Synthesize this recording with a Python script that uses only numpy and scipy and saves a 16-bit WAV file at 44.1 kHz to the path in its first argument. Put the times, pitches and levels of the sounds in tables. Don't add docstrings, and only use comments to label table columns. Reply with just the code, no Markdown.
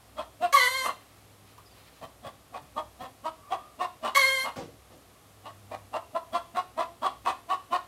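import sys
import numpy as np
from scipy import signal
from scipy.fft import rfft, irfft, next_fast_len
from scipy.io import wavfile
from scipy.ndimage import uniform_filter1d, minimum_filter1d, map_coordinates

SR = 44100
rng = np.random.default_rng(int(sys.argv[2]) if len(sys.argv) > 2 else 0)


def store_wav(level_fs):
    pcm = np.round(np.clip(np.atleast_2d(level_fs), -1, 1) * 32767)
    wavfile.write(sys.argv[1], SR, pcm.T.astype(np.int16))


N = 347067
TOP_HZ = 15800

# (frequency [Hz], level [dB])
AIR_COLOUR = [(15, -64.5), (25, -28), (49, -13), (101, -5.5), (246, -13.5), (281, -9), (322, -13),
              (804, -12), (919, -18.5), (1110, -13), (1570, -21.5), (2420, -21), (3530, -19.5),
              (13500, -24), (15500, -48)]
AIR_TILT = [(2000, 2.5), (6000, -5)]
HISS_COLOUR = [(1500, -10), (4000, -6.5), (12000, -2), (15500, -14)]
# (centre [s], length [s], level [dB])
DRONE_RISES = [(1.5, 0.57, -66), (5.67, 0.514, -57)]
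# (centre [s], length [s], pitch [Hz], level [dB], beak over throat [dB], roughness [0-1])
HEN_CLUCKS = [(.2, 0.0464, 329, -34.5, 0, 0.68), (0.443, 0.04704, 349, -25.5, -6.5, 0.25),
              (0.878, 0.0625, 299.9, -33, 3.5, 0.82), (2.038, 0.03936, 310.7, -42, -3, 0.85),
              (2.27, 0.0496, 295.8, -40.5, -3.5, 0.75), (2.561, 0.0417, 309.6, -38, -4, 0.76),
              (2.787, 0.0348, 321.3, -31, 1, 0.42), (3.036, 0.0567, 266.1, -38.5, -4.5, 0.39),
              (3.272, 0.0429, 327.2, -31, 4, 0.26), (3.534, 0.04445, 369.4, -31, -0.5, 0.46),
              (3.829, 0.04964, 367.5, -28, 3, 0.45), (4.065, 0.0535, 378.5, -27, 3.5, 0.59),
              (4.474, 0.047, 337.7, -31, 5.5, 0.73), (5.479, 0.055, 298.1, -44.5, 0.5, 0.61),
              (5.735, 0.0416, 334.6, -36.5, -5, 0.73), (5.959, 0.0382, 322.5, -29, 2, 0.63),
              (6.165, .026, 342, -28, -1, 0.43), (6.36, 0.0472, 351.2, -26, 3, 0.39),
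              (6.581, 0.04584, 355.3, -26.5, 4, 0.43), (6.807, 0.05, 343.6, -27, 0, 0.4),
              (7.056, 0.04783, 376.9, -26, 5.5, 0.51), (7.288, 0.0504, 380.2, -24.5, 5, .66),
              (7.524, 0.04813, 371.6, -25.5, 7, 0.35), (7.745, 0.0451, 363.9, -24, 5.5, 0.37)]
# (frequency [Hz], level [dB])
THROAT_COLOUR = [(120, -53), (240, -7), (330, -14), (400, -13.5), (540, -4.5), (690, 5.5), (790, -1),
                 (950, -29), (1300, -56)]
BEAK_COLOUR = [(600, -35), (850, -4), (1000, 2.5), (1110, 5), (1270, -5), (1450, -12.5), (1900, -68.5)]
EDGE_COLOUR = [(1100, -19), (1550, 0.5), (1900, 1.5), (2250, -6.5), (2700, -2), (3200, -4.5), (3800, -4.5),
               (4500, -9), (5200, -14.5), (7000, -20.5), (8600, -15), (12000, -30.5), (15000, -28.5)]
CHEST_COLOUR = [(150, -25), (245, 8), (330, -2), (480, -33)]
# (frequency [times that of the peak], level [dB])
UPPER_PEAK = [(.6, -11), (.85, -19.5), (1, 22), (1.15, -9), (1.6, -32)]
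# (delay [ms], gain [factor])
WALL_ECHOES = [(2.9, -0.071), (7.3, -0.198), (12.6, 0.198), (18.1, 0.153), (26.4, -0.1404)]
# (frequency [Hz], time to fade by 60 dB [s])
RING_TIMES = [(200, 0.448), (700, 0.2403), (1150, 0.2758), (3500, 0.315), (12000, 0.286)]
# (frequency [Hz], level [dB])
CLUTTER_COLOUR = [(500, -18.5), (1200, -12), (3000, -19)]
# (start [s], length [s], full pressure [s], slackening [s], cry [dB], beak ring [dB],
# its lift as the beak gapes [dB], rasp [dB], harshness fade time [s])
HEN_SQUAWKS = [(.524, 0.3723, 0.136, 0.044, -24.5, -29.5, 18, -37.5, .075),
               (4.146, 0.322, 0.0807, 0.118, -23.5, -29.5, 14.5, -38, 0.0443)]
# (time [s], pitch [Hz])
SQUAWK_TUNES = [
    [(0.535, 552.9), (0.563, 551), (0.575, 533.6), (0.603, 497.2), (0.641, 503.2), (0.661, 487),
     (0.683, 514.6), (0.761, 526.3), (0.86, 519)],
    [(4.155, 536.9), (4.163, 553.7), (4.215, 534.7), (4.225, 525.1), (4.279, 536.9), (4.305, 526.5),
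     (4.343, 537.8), (4.351, 523.8), (4.445, 530.5)],
]
# (frequency [Hz], level [dB])
CRY_COLOUR = [(300, -57.5), (530, -6), (760, -24.5), (1070, -7.5), (1580, -10), (1980, 2), (2200, 3),
              (2480, -28), (3170, -4.5), (3650, -16.5), (4250, -4.5), (5200, -26), (6300, -34.5),
              (15000, -50.5)]
RASP_COLOUR = [(250, -33.5), (700, 6.5), (1300, 7.5), (2100, -11.5), (2450, 5), (3200, 2), (4400, -5.5),
               (5200, 5.5), (6500, 7.5), (8000, 1), (10500, -34.5), (12600, 2.5), (15500, -27)]
RING_COLOUR = [(650, -34.5), (950, -6.5), (1200, -9), (1600, -54.5)]
REED_COLOUR = [(3500, -47), (5900, 2), (8000, -.5), (10500, 1), (12700, -4), (15500, -21)]
# (centre [s], length [s], level [dB])
RUSTLE_SWELLS = [(1.08, 0.415, -67), (1.51, 0.093, -62), (1.84, 0.358, -62)]
# (time [s], level [dB], hardness [dB])
WOOD_KNOCKS = [(1.583, -41.5, -1.5), (4.564, -26, -13), (4.905, -45.5, -28.5)]
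# (time [s], pitch [Hz], level [dB])
THIN_PEEPS = [(1.67, 5000, -62), (1.725, 4650, -64.5)]
# (time [s], level [dB])
FLOOR_THUMPS = [(2.029, -44.5), (2.26, -43), (2.621, -49), (3.019, -42.5), (6.322, -46.5)]
# (frequency [Hz], level [dB])
RUSTLE_COLOUR = [(700, -4), (2300, -1.5), (3000, -3), (4200, -3), (6500, -14.5), (12000, -15)]
WOOD_COLOUR = [(41, -53), (70, -20), (178, -11.5), (232, -17.5), (290, -6.5), (427, -18.5), (482, -8.5),
               (1280, -31.5), (5420, -35), (9000, -46.5), (11700, -66), (19800, -120)]
CLICK_COLOUR = [(500, -18.5), (1150, -2), (2000, -19.5), (9000, -27.5)]
FLOOR_COLOUR = [(50, -13.5), (110, 8), (170, -1.5), (260, -2), (500, -29)]
FAR_COLOUR = [(550, -14.5), (1150, 0), (1800, -23)]


def amp(db):
    return 10 ** (np.asarray(db) / 20)


def unit(x):
    return x / np.sqrt(np.mean(x ** 2) + 1e-20)


def along(points, hz):
    freqs, values = np.transpose(points)
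    return np.interp(np.log(hz + 1), np.log(freqs), values)


def wobble(t, rate):
    at = (t - t[0]) * rate
    return map_coordinates(rng.standard_normal(int(at[-1]) + 4), [at])


def colour(x, points):
    size = 2 * next_fast_len(len(x) // 2 + 2048)
    cepstrum = irfft(np.log(amp(along(points, np.fft.rfftfreq(size, 1 / SR)))))
    cepstrum[1:size // 2] *= 2
    cepstrum[size // 2 + 1:] = 0
    return unit(irfft(rfft(x, size) * np.exp(rfft(cepstrum)))[:len(x)])


def swells(rows, t):
    return sum(amp(db) * np.exp(-np.abs(2 * (t - s) / length) ** 3) for s, length, db in rows)


def add(track, start, x):
    part = track[round(start * SR):][:len(x)]
    part += x[:len(part)]


def room_air(air_db=-58, hiss_db=-66):
    t = np.arange(N) / SR
    air = amp(air_db + .137 * wobble(t, 13)) * colour(colour(rng.standard_normal(N), AIR_COLOUR), AIR_TILT)
    hiss = amp(hiss_db + wobble(t, 2.5) / 2) * colour(rng.standard_normal(N), HISS_COLOUR)
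    return air + hiss


def low_drone(drone_hz=102, rest_db=-69, overtone_db=-14, hum_hz=63, hum_db=-68.5):
    t = np.arange(N) / SR

    def tone(hz):
        return np.sqrt(2) * np.sin(2 * np.pi * np.cumsum(hz + 3 * wobble(t, 35)) / SR)

    gain = (amp(rest_db) + swells(DRONE_RISES, t)) * amp(.88 * wobble(t, 8))
    drone = gain * (tone(drone_hz) + amp(overtone_db) * tone(2 * drone_hz))
    hum = amp(hum_db + 3.5 * wobble(t, 5)) * tone(hum_hz)
    return drone + hum


def syrinx(t, pitch, jitter, flutter=0, harmonics=44, spread=.22):
    phase = 2 * np.pi * np.cumsum(pitch * (1 + jitter * wobble(t, 418.61))) / SR
    pulses = np.zeros(len(t))
    knots = np.arange(t[0], t[-1] + .02, .011)
    for k in range(1, min(harmonics, int(TOP_HZ / pitch.max())) + 1):
        targets = rng.standard_normal(len(knots)) + 1j * rng.standard_normal(len(knots))
        strength = 1 + flutter * k / (k + 5) * np.interp(t, knots, targets)
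        pulses += np.real(strength * np.exp(1j * (k * phase + spread * k ** 2)))
    puffs = rng.standard_normal(len(t)) * (1 + .447 * np.cos(phase))
    return unit(pulses), unit(puffs)


def breathy(pulses, puffs, share):
    return np.sqrt(1 - share) * pulses + np.sqrt(share) * puffs


def clucks(usual_s=.045, usual_db=-30, lead_in_db=-19, upper_db=-6, upper_range_hz=(2445, 3408)):
    out = np.zeros(N)
    t = np.arange(-SR // 12, SR // 12) / SR
    for centre, length, pitch_hz, db, beak_db, rough in HEN_CLUCKS:
        place = 2 * t / length
        push = np.exp(-.9 * np.abs(place) ** np.where(place < 0, 2.9, 2.6))
        lead_in = np.exp(-((t + length / 2 + .00291) / .0175) ** 2)
        slack = .06 * rng.uniform(.19354, 1.7) * np.minimum(place ** 2, 3) * np.where(place < 0, .9, .6)
        wander = .07 * rough * wobble(t, 110)
        pulses, puffs = syrinx(t, pitch_hz * (1 - slack + wander), jitter=.0621 * rough, flutter=1)
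        pulses = unit(pulses * amp(7 * rough * wobble(t, 300)))
        voice = breathy(pulses, puffs, rough ** 2)
        throat = (push + amp(lead_in_db) * lead_in) * colour(voice, THROAT_COLOUR)
        beak = amp(beak_db) * push * colour(voice, BEAK_COLOUR)
        body = (throat + beak) / np.hypot(1, amp(beak_db))
        chest = amp(-23 - .5 * (db - usual_db)) * lead_in * colour(puffs, CHEST_COLOUR)
        upper_hz = rng.uniform(*upper_range_hz)
        buzz = breathy(pulses, puffs, .13 + .5 * rough ** 2)
        upper = colour(buzz, [(upper_hz * ratio, level) for ratio, level in UPPER_PEAK])
        edge_db = -14.5 + 209 * (length - usual_s) + 7 * (rough - .5) - .1067 * (db - usual_db)
        edge = amp(edge_db) * push ** .81 * (colour(buzz, EDGE_COLOUR) + amp(upper_db) * upper)
        add(out, centre + t[0], amp(db) * (body + edge + chest))
    return out


def kitchen(x, tail_db=-13, clutter_db=-9, clutter_fade_s=.146, poses=8):
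    t = np.arange(N) / SR
    early = sum(gain * np.interp(t - ms / 1000, t, x, left=0) for ms, gain in WALL_ECHOES)
    hz, age, noise = signal.stft(rng.standard_normal((poses, SR // 2)), SR, nperseg=256)
    late = amp(-60 * age / along(RING_TIMES, hz)[:, None]) * (1 - np.exp(-age / .0497))
    near = amp(-60 * age / clutter_fade_s + along(CLUTTER_COLOUR, hz)[:, None])

    def echo(shape):
        return unit(signal.istft(noise * shape, SR, nperseg=256)[1]) / np.sqrt(SR // 2)

    tails = amp(tail_db) * echo(late) + amp(clutter_db) * echo(1j * near)
    weights = np.cos(np.pi * (t / 2 - np.arange(poses)[:, None] / poses)) ** 20
    weights /= np.linalg.norm(weights, axis=0)
    return x + early + signal.oaconvolve(weights * x, tails, axes=1)[:, :N].sum(axis=0)


def squawks(attack_s=.005, gape_at_s=.0259, gape_s=.01204, closing_s=.033, release_s=.0285):
    out = np.zeros(N)
    for squawk, tune in zip(HEN_SQUAWKS, SQUAWK_TUNES):
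        start, length, hold_s, slacken_s, cry_db, beak_db, gape_db, rasp_db, harsh_s = squawk
        t = np.arange(round(length * SR)) / SR
        slack = np.clip((t - hold_s) / slacken_s, 0, 1)
        gape = np.exp(-np.abs((t - gape_at_s) / gape_s) ** 3)
        closing = np.exp(-((length - t) / closing_s) ** 2)
        harsh = np.exp(-t / harsh_s)
        pitch = np.interp(start + t, *np.transpose(tune)) * (1 + .01601 * harsh)
        waver = 1 + .00248 * wobble(t, 55)
        pulses, puffs = syrinx(t, pitch * waver, jitter=.0044 + .0359 * harsh, flutter=.7)
        pulses *= 1 + .11 * np.cos(np.pi * np.cumsum(pitch) / SR)
        uneven = pulses * amp((.6 + 6 * harsh) * wobble(t, 600))
        cry = amp(cry_db - 7.5 * slack - 5.5 * closing) * colour(uneven, CRY_COLOUR)
        ring = amp(beak_db - 4 * slack + gape_db * gape + 3 * closing) * colour(pulses, RING_COLOUR)
        reed = amp(-1) * colour(pulses, REED_COLOUR)
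        breath = (.2 + harsh) * colour(puffs, RASP_COLOUR)
        rasp = amp(rasp_db - 4 * slack + 6.5 * gape) * (breath + reed)
        fade = np.clip(t / attack_s, 0, 1) * np.clip((length - t) / release_s, 0, 1)
        add(out, start, fade * (cry + ring + rasp))
    return out


def rustles(flicker_db=3):
    t = np.arange(N) / SR
    scrape = colour(rng.standard_normal(N), RUSTLE_COLOUR)
    return swells(RUSTLE_SWELLS, t) * amp(flicker_db * wobble(t, 45.17)) * scrape


def knocks(thud_fade_s=.2916, click_fade_s=.1):
    out = np.zeros(N)
    t = np.arange(SR // 2) / SR
    for time, db, hardness_db in WOOD_KNOCKS:
        rise = 1 - np.exp(-t / .0131)
        thud = colour(rng.standard_normal(len(t)), WOOD_COLOUR) * rise * amp(.5 - 60 * t / thud_fade_s)
        click = colour(rng.standard_normal(len(t)), CLICK_COLOUR) * amp(-8 - 60 * t / click_fade_s)
        hard = min(1.53 * amp(hardness_db), 1)
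        add(out, time - .004, amp(db) * ((1 - hard) * thud + hard * click))
    return out


def peeps(half_length_s=.015, fall_per_s=2.5):
    out = np.zeros(N)
    t = np.arange(-SR // 16, SR // 16) / SR
    for time, hz, db in THIN_PEEPS:
        pitch = hz * (1 - fall_per_s * t + .031 * wobble(t, 302.4))
        tone = np.sqrt(2) * np.sin(2 * np.pi * np.cumsum(pitch) / SR)
        add(out, time + t[0], amp(db) * np.exp(-(t / half_length_s) ** 2) * tone)
    return out


def thumps(rise_s=.00433, fade_s=.186):
    out = np.zeros(N)
    t = np.arange(SR // 3) / SR
    for time, db in FLOOR_THUMPS:
        boom = colour(rng.standard_normal(len(t)), FLOOR_COLOUR)
        add(out, time - .005, amp(db - 60 * t / fade_s) * (1 - np.exp(-t / rise_s)) * boom)
    return out


def far_call(at_s=3.55, length_s=.304, db=-54.5, pitch_hz=586.6, rise_hz_per_s=119.5):
    out = np.zeros(N)
    t = np.arange(-SR // 4, SR // 4) / SR
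    pulses, _ = syrinx(t, pitch_hz + rise_hz_per_s * t, jitter=.0464, harmonics=4)
    add(out, at_s + t[0], swells([(.0036, length_s, db)], t) * colour(pulses, FAR_COLOUR))
    return out


def scene():
    sounds = clucks() + squawks() + knocks() + far_call() + rustles() + peeps()
    return (kitchen(sounds) + thumps() + room_air() + low_drone())[None]


def record(dry, ceiling_db=-8):
    needed = np.minimum(1, amp(ceiling_db) / (np.abs(dry) + 1e-9))
    gain = uniform_filter1d(minimum_filter1d(needed, size=440), size=440)
    size = next_fast_len(N + 4096)
    kept = np.fft.rfftfreq(size, 1 / SR) < TOP_HZ
    return irfft(rfft(dry * gain, size) * kept, size)[..., :N]


dry = scene()
out = record(dry)
store_wav(out)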